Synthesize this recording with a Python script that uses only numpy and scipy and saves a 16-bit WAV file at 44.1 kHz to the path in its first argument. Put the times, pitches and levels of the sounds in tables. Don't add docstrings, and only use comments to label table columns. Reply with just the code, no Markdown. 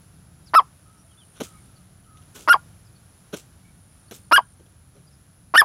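import sys
import numpy as np
from scipy import signal
from scipy.fft import rfft, irfft
from scipy.io import wavfile
from scipy.ndimage import uniform_filter1d, map_coordinates

SR = 44100
rng = np.random.default_rng(int(sys.argv[2]) if len(sys.argv) > 2 else 0)


def linear_from_db(decibels):
    return 10 ** (np.asarray(decibels, float) / 20)


def digitize_waveform(pressure):
    field = np.atleast_2d(pressure).T
    bounded = np.clip(field, -1, 1)
    quanta = np.round(bounded * 32767).astype(np.int16)
    wavfile.write(sys.argv[1], SR, quanta)


N = 248763

# frequency in Hz, level in dB per Hz.
RASP_SPECTRUM = [(250, -43.5), (650, 2.5), (1800, 2), (2600, -4.5), (3800, -17.5), (4900, -6.5),
                 (6500, -30.5), (8000, -31.5), (10800, -17), (14000, -28), (15500, -61.5)]


def unit(x):
    return x / np.sqrt(np.mean(x ** 2) + 1e-20)


def along(points, hz):
    f, v = np.transpose(points)
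    return np.interp(np.log(hz + 1), np.log(f + 1), v)


def span(rows):
    s, *columns = np.transpose(rows)
    i = np.arange(round(s[0] * SR), min(round(s[-1] * SR), N))
    return i[0], [np.interp(i / SR, s, column) for column in columns]


def add(track, start, piece):
    track[start:start + len(piece)] += piece[:len(track) - start]


def wobble(rate, size=N):
    knots = rng.standard_normal(int(size * rate / SR) + 4)
    return map_coordinates(knots, [np.arange(size) * rate / SR])


def coloured(x, spectrum):
    gain = linear_from_db(along(spectrum, np.fft.rfftfreq(N, 1 / SR)))
    return unit(irfft(rfft(x) * gain, N))


def swell(rise, t60):
    t = np.arange(SR // 2) / SR
    return np.where(t < rise, t / rise, linear_from_db(-60 * (t - rise) / t60))


def air():
    # time in seconds, level in
    # dB.
    breeze = [(0, 0.5), (.7, 0), (1.2, -1), (1.5, 2.5), (2.1, -1), (2.48, 4), (2.95, 0), (3.36, 2),
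              (3.8, -1), (4.1, 0), (4.45, -1.5), (5.5, -2), (5.64, -3)]
    # frequency in Hz, level in dB per Hz.
    rumble_spectrum = [(12, -53.5), (20, -28.5), (48, -8.5), (86, 0), (184, -5.5), (216, -14), (330, -22),
                       (430, -46.5), (730, -120)]
    # frequency in Hz, level in dB per Hz.
    leaf_spectrum = [(150, -32.5), (250, -0.5), (480, -7), (710, -6), (1000, -10), (1400, -7), (2000, -14),
                     (4900, -16), (5600, -15), (6800, -16.5), (7300, -13.5), (7900, -22.5), (9000, -15),
                     (11500, -16.5), (15800, -29.5)]
    buzz_spectrum = [(9200, -41), (9750, -4.5), (10300, 2.5), (10700, -5.5), (11200, -30.0)]  # (Hz, dB)
    breeze_db = np.interp(np.arange(N) / SR, *np.transpose(breeze))
    rumble_db = -53 + .5 * breeze_db + 1.5 * wobble(5)
    hiss_db = -61 + breeze_db + .25 * wobble(4.3)
    buzz_db = -64 + .8 * wobble(2.8)
    rumble = coloured(rng.standard_normal(N), rumble_spectrum)
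    hiss = coloured(rng.standard_normal(N), leaf_spectrum)
    pulse_hz = 151.3 + .6 * wobble(2)
    beat = np.cos(np.pi * np.cumsum(pulse_hz) / SR) ** 2
    wing_hz = 10280 + 750 * wobble(2500)
    wing = np.sin(2 * np.pi * np.cumsum(wing_hz) / SR) + rng.standard_normal(N)
    buzz = coloured(wing * (.42 + beat ** 2), buzz_spectrum)
    return linear_from_db(rumble_db) * rumble + linear_from_db(hiss_db) * hiss + linear_from_db(buzz_db) * buzz


def far_birds():
    # start in seconds, length in seconds, level in dB.
    whistles = [
        (.836, 0.163, -62),
        (.984, 0.0535, -67),
        (1.09, 0.16, -73),
        (1.423, 0.171, -59.5),
        (1.675, .15, -67.5),
        (2.033, 0.197, -61),
    ]
    # start in seconds, length in seconds, first Hz, last Hz, level in dB.
    chirps = [
        (1.04, 0.034, 667.4, 663, -65.5),
        (1.087, 0.035, 3250, 3199, -66.5),
        (1.104, .04, 3104, 2930, -68),
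        (1.171, 0.0306, 3350, 3607, -57.5),
        (1.179, 0.0647, 3646, 2756, -60.5),
        (2.029, .03, 3410, 2680, -71),
        (4.076, .015, 4500, 4400, -65.5),
        (4.235, 0.013, 4390, 4400, -67.5),
    ]
    # start in seconds, length in seconds, first Hz, last Hz, level in dB.
    twitters = [
        (0.454, 0.0483, 5857, 3460, -59.5),
        (.969, .06, 5630, 5605, -69),
        (1.532, 0.09, 2185, 2180, -67),
        (1.756, 0.026, 5030, 3700, -63),
        (2.847, .035, 5480, 4579, -64),
        (2.95, 0.03, 4670, 4195, -67),
        (3.629, 0.0974, 2302, 2279, -68.5),
        (5.066, .022, 4905, 4900, -64.5),
        (5.101, .067, 5404, 4993, -69),
    ]
    whistle_hz, sag_hz_per_s = 1309.2, 220
    calls = [(s, length, whistle_hz, whistle_hz - sag_hz_per_s * length, db, 38) for s, length, db in whistles]
    calls += [(*row, 28) for row in chirps]
    calls += [(*row, .03 * row[2]) for row in twitters]
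    out = np.zeros(N)
    for s, length, hz0, hz1, db, blur_hz in calls:
        n = round(length * SR)
        hz = np.linspace(hz0, hz1, n) + blur_hz * wobble(60 + 4 * blur_hz, size=n)
        fade = signal.windows.tukey(n, .55) * linear_from_db(1.5 * wobble(60, size=n))
        add(out, round(s * SR), np.sqrt(2) * linear_from_db(db) * fade * np.sin(2 * np.pi * np.cumsum(hz) / SR))
    return out


def bushes(x):
    # frequency in Hz, reverberation time T60 in seconds.
    decay = [(500, .08), (1400, .25), (5000, 0.14), (12000, .06)]
    # delay in seconds, level in dB, resonance in Hz.
    echoes = [
        (.044, -38, 5300),
        (.05, -39, 3100),
        (.062, -42, 5000),
        (.077, -42, 1450),
    ]
    hz, t, z = signal.stft(rng.standard_normal(SR // 2), SR, nperseg=256)
    fading = z * linear_from_db(-60 * t / along(decay, hz)[:, None])
    tail = signal.istft(fading, SR, nperseg=256)[1]
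    near = rng.standard_normal(len(tail)) * linear_from_db(-60 * np.arange(len(tail)) / SR / .06)
    response = linear_from_db(-39) * tail / np.linalg.norm(tail) + linear_from_db(-18.5) * near / np.linalg.norm(near)
    late = 200
    for delay, db, hz in echoes:
        t = np.arange(round(22 * SR / hz)) / SR
        hollow = np.hanning(len(t)) * np.sin(2 * np.pi * hz * t)
        add(response, round(delay * SR) - late - len(t) // 2, linear_from_db(db) * hollow * 4 / len(t))
    return signal.fftconvolve(np.pad(x, (late, 0)), response)[:N]


def scuffs():
    # frequency in Hz, level in dB per Hz.
    heel_spectrum = [(530, -37), (900, -8), (1470, 1), (1780, -9.5), (2710, -4.5), (3370, -0.5),
                     (4330, -7.5), (4760, -25), (5840, -2.5), (8270, -19), (10800, -12.5), (14200, -22),
                     (15800, -41)]
    thud_spectrum = [(71, -36.5), (120, -5), (424, 3.5), (577, -4.5), (990, -17), (1200, -16.5),
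                     (1560, -44.5), (2640, -120)]
    drag_spectrum = [(530, -47.5), (900, -16.5), (1270, -11), (1960, -15), (2130, -8.5), (3210, -6),
                     (4490, -8), (7160, -2.5), (15800, -18)]
    spray_spectrum = [(7000, -44.5), (9500, -8), (12500, -1), (15000, -9), (15800, -21)]
    # start in seconds, rise in seconds, T60 in seconds, thud in dB, heel grit in dB.
    steps = [(1.335, 0.04, .2, -58, -54), (1.4, .0105, 0.065, -23.5, -32.5), (2.169, .004, .066, -62, -54),
             (2.215, 0.0068, 0.076, -74, -58), (2.341, 0.021, 0.242, -47.5, -46.5),
             (3.326, .018, 0.0611, -28, -33), (4.1098, .0022, 0.0369, -35, -39),
             (4.116, .0079, .044, -43.5, -45.5), (4.595, 0.00467, 0.12, -51, -65),
             (4.655, 0.00947, 0.059, -58, -63.5), (4.94, 0.0243, 0.294, -57, -63.5)]
    # start in seconds, level in dB.
    drags = [
        (.46, -64),
        (1.424, -40.5),
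        (2.343, -45.5),
        (2.386, -48.5),
        (2.413, -55.5),
        (3.358, -42),
        (4.111, -52.5),
        (4.13, -47),
    ]
    # start in seconds, rise in seconds, T60 in seconds, level in dB.
    sprays = [
        (2.345, .02, .12, -51),
        (4.11, .003, .03, -44),
        (4.135, .02, .2, -55),
        (1.4, .011, .05, -55),
    ]
    spectra = heel_spectrum, thud_spectrum, drag_spectrum, spray_spectrum
    layers = []
    for spectrum in spectra:
        grains = rng.standard_normal(N) * linear_from_db(3 * wobble(700))
        layers.append(coloured(grains, spectrum))
    envelopes = np.zeros((4, N))
    heel, thud, drag, spray = envelopes
    for s, rise, t60, thud_db, heel_db in steps:
        add(thud, round(s * SR), linear_from_db(thud_db) * swell(rise, t60))
        add(heel, round(s * SR), linear_from_db(heel_db) * swell(rise, t60))
    drag_shape = swell(.013, .19)
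    for s, db in drags:
        add(drag, round(s * SR), linear_from_db(db) * drag_shape)
        add(thud, round(s * SR), linear_from_db(db - 13) * drag_shape)
    for s, rise, t60, db in sprays:
        add(spray, round(s * SR), linear_from_db(db) * swell(rise, t60))
    return (envelopes * np.array(layers)).sum(axis=0)


def rattles():
    # start in seconds, end in seconds, last click in dB, last ring in Hz.
    bursts = [
        (0.536, 0.552, -6, 1250),
        (2.4762, 2.493, -3.5, 1300),
        (4.313, 4.326, -1.5, 1200),
        (5.5395, 5.558, -3, 1350),
    ]
    first_db, first_hz, clicks_per_s = -12.5, 1060, 315
    out, t = np.zeros(N), np.arange(round(.02 * SR)) / SR
    rasp = coloured(rng.standard_normal(N), RASP_SPECTRUM)
    for s0, s1, last_db, last_hz in bursts:
        chance = rng.standard_normal((12, 3))
        uneven = .00024 * chance[:, 0] * (np.arange(12) > 0)
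        times = s0 + np.arange(12) / clicks_per_s + uneven
        for s, (_, size, bend) in zip(times[times < s1], chance):
            u = (s - s0) / (s1 - s0)
            start = round(s * SR)
            hz = (first_hz + u * (last_hz - first_hz)) * (1 + .04 * bend)
            pipe = linear_from_db(-60 * t / .014) * np.sin(2 * np.pi * hz * t) * (1 - np.exp(-t / .00015))
            beak = linear_from_db(-60 * t / .015) * (1 - np.exp(-t / .0009)) * rasp[start:][:len(t)]
            effort = u ** .41
            free = np.clip((s1 + .004 - s - t) / .004, 0, 1)
            click_db = first_db + effort * (last_db - first_db) + 1.7 * size
            add(out, start, linear_from_db(click_db) * (pipe + .5 * effort * beak) * free)
    return out


def notes():
    # time in seconds, pitch in Hz, fundamental in dB.
    registers = [
        [(.552, 1229, -18), (.558, 1290, -8.5), (.567, 1345, -8), (.576, 1303, -7.5), (.584, 1228, -7.5),
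         (.596, 1040, -8.5), (.598, 1030, -19.5)],
        [(2.494, 1296, -17.5), (2.499, 1375, -8.5), (2.515, 1444, -6.5), (2.526, 1396, -8),
         (2.5295, 1375, -13.5)],
        [(2.5295, 1597, -12.5), (2.534, 1627, -16), (2.538, 1570, -21), (2.54, 1492, -36)],
        [(4.325, 1190, -17.5), (4.334, 1362, -8.5), (4.343, 1433, -10), (4.357, 1443, -12.5),
         (4.3615, 1408, -16)],
        [(4.3615, 1584, -11.5), (4.366, 1659, -9), (4.374, 1599, -13), (4.379, 1454, -19.5)],
        [(5.558, 1413, -14.5), (5.564, 1429, -9), (5.572, 1502, -22), (5.5755, 1530, -18.5), (5.5785, 1690, -5),
         (5.583, 1830, -8), (5.593, 1825, -7), (5.608, 1679, -10), (5.6145, 1569, -19.5)],
    ]
    # overtones in dB, shrillness in dB, shrillness lost in dB per Hz of sag.
    beak = [
        (-8.5, 3.5, 0.31),
        (-3.5, 0, .15),
        (1.5, -6, 0.02944),
        (-0.5, 1, .03),
        (2, -1.5, 0.014),
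        (1.5, -1, -.02),
    ]
    # frequency in Hz, level in dB.
    throat = [(2000, -33.5), (2900, -20.5), (3500, -25), (4000, -32), (4310, -41.5), (4650, -32.5),
              (5300, -19.5), (5900, -46), (6900, -48.5), (8400, -40.5), (10000, -30), (11600, -29),
              (13000, -49), (15000, -58)]
    out = np.zeros(N)
    breath = coloured(rng.standard_normal(N), [(200, -59.5)] + throat + [(15800, -93.5)])
    for rows, (open_db, bright_db, dulls) in zip(registers, beak):
        start, (hz, db) = span(rows)
        n = len(hz)
        t = np.arange(n) / SR
        hz = uniform_filter1d(hz, size=130, mode="nearest")
        sunk_hz = np.clip(np.maximum.accumulate(hz) - hz - 39.6, 0, None)
        shut = np.exp(-t / .006)
        over_db = open_db - .018 * sunk_hz - 5 * shut
        shrill_db = bright_db - dulls * sunk_hz - 16 * shut
        settling = np.exp(-t / .0034)
        sliding = np.clip(np.gradient(hz) * SR / 30000 - .6, 0, 1)
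        hoarse = np.maximum(settling, uniform_filter1d(sliding, size=90))
        jitter = .003 * wobble(400, size=n) + .05 * hoarse * wobble(1500, size=n)
        phase = 2 * np.pi * np.cumsum(hz * (1 + jitter)) / SR
        tone = linear_from_db(db) * np.sin(phase)
        for k in range(2, 13):
            level_db = over_db + along(throat, k * hz) + shrill_db * (k > 4) + 2.4 * wobble(70, size=n)
            audible = k * hz < 15300
            tone += linear_from_db(level_db) * audible * np.sin(k * phase + rng.uniform(0, 2 * np.pi))
        tone += linear_from_db(over_db - 45 + 17 * hoarse) * breath[start:start + n]
        add(out, start, np.sqrt(2) * tone * signal.windows.tukey(n, .0015 * SR / n))
    return out


def rings():
    # time in seconds, first ring in dB, first ring in Hz, fading in dB per second.
    releases = [
        (.598, -11, 1049, 1099.5),
        (2.54, -4, 1141, 800),
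        (4.3791, -4.5, 1120, 797.5),
        (5.6154, -5, 1192, 899.5),
    ]
    slack_hz, slacken_s = 860, .011
    first_gap_s, gap_s, first_ring_s, ring_s = .0078, .0047, .0075, .0038
    out, rasp = np.zeros(N), coloured(rng.standard_normal(N), RASP_SPECTRUM)
    for s0, first_db, first_hz, fade_db in releases:
        for k, (late, size, long) in enumerate(rng.standard_normal((6, 3))):
            after = (k > 0) * (first_gap_s + (k - 1 + .15 * late) * gap_s)
            start = round((s0 + after) * SR)
            db = first_db - fade_db * after + 1.5 * size * (k > 0)
            hz = slack_hz + (first_hz - slack_hz) * np.exp(-after / slacken_s)
            length = ring_s * (1 + .08 * long) if k else first_ring_s
            t = np.arange(max(min(round(2.5 * length * SR), N - start), 0)) / SR
            u = 3 * t / length
            shape = u ** 1.7 * np.exp(1.5 * (1 - u))
            phase = 2 * np.pi * hz * t * (1 - .017 * t / length)
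            voice = np.sin(phase) + linear_from_db(-24.5) * np.sin(2 * phase + 1) + linear_from_db(-35.5) * np.sin(3 * phase)
            puff = linear_from_db(-26.5) * rasp[start:][:len(t)]
            for puff_hz, puff_db in [(400, -24.5), (780, -15), (4850, -40.5)]:
                puff += linear_from_db(puff_db) * np.sin(2 * np.pi * puff_hz * t)
            add(out, min(start, N), linear_from_db(db) * shape * (voice + puff))
    return out


def cricket():
    # start in seconds, end in seconds, full level in dB.
    trills = [
        (0.682, 1.664, -60.5),
        (3.639, 4.545, -60.5),
    ]
    from_hz, to_hz, swell_db = 8960, 9440, 15
    out = np.zeros(N)
    for s0, s1, full_db in trills:
        start, (done,) = span([(s0, 0), (s1, 1)])
        warm = np.clip(done / .6, 0, 1)
        hz = from_hz + (to_hz - from_hz) * np.sin(np.pi / 2 * done)
        db = full_db - swell_db * (1 - warm) ** 1.24
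        cycle = ((np.arange(len(hz)) - len(hz)) / SR * 59.1) % 1
        stroke = np.clip((cycle - .36) / .62, 0, 1)
        slide_hz = hz - 700 * stroke ** 3.5
        chirp = np.sin(np.pi * stroke) ** .8 * np.sin(2 * np.pi * np.cumsum(slide_hz) / SR)
        add(out, start, 2 * linear_from_db(db) * chirp)
    return out


def scene():
    bird = rattles() + notes() + rings()
    bird = signal.sosfilt(signal.butter(2, 260, "high", fs=SR, output="sos"), bird)
    far = far_birds()
    near_sounds = bird + bushes(bird) + scuffs()
    field = air() + far + linear_from_db(14.0) * bushes(far) + cricket()
    return (near_sounds + field)[None]


def roll_off(x):
    return signal.sosfilt(signal.butter(12, 16440, fs=SR, output="sos"), x)


def record(dry):
    soft = dry / (1 + np.abs(dry / .97) ** 8) ** (1 / 8)
    in_band = np.fft.rfftfreq(N, 1 / SR) < 15830
    kept = irfft(rfft(soft) * in_band, N)
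    return roll_off(kept)


dry = scene()
out = record(dry)
digitize_waveform(out)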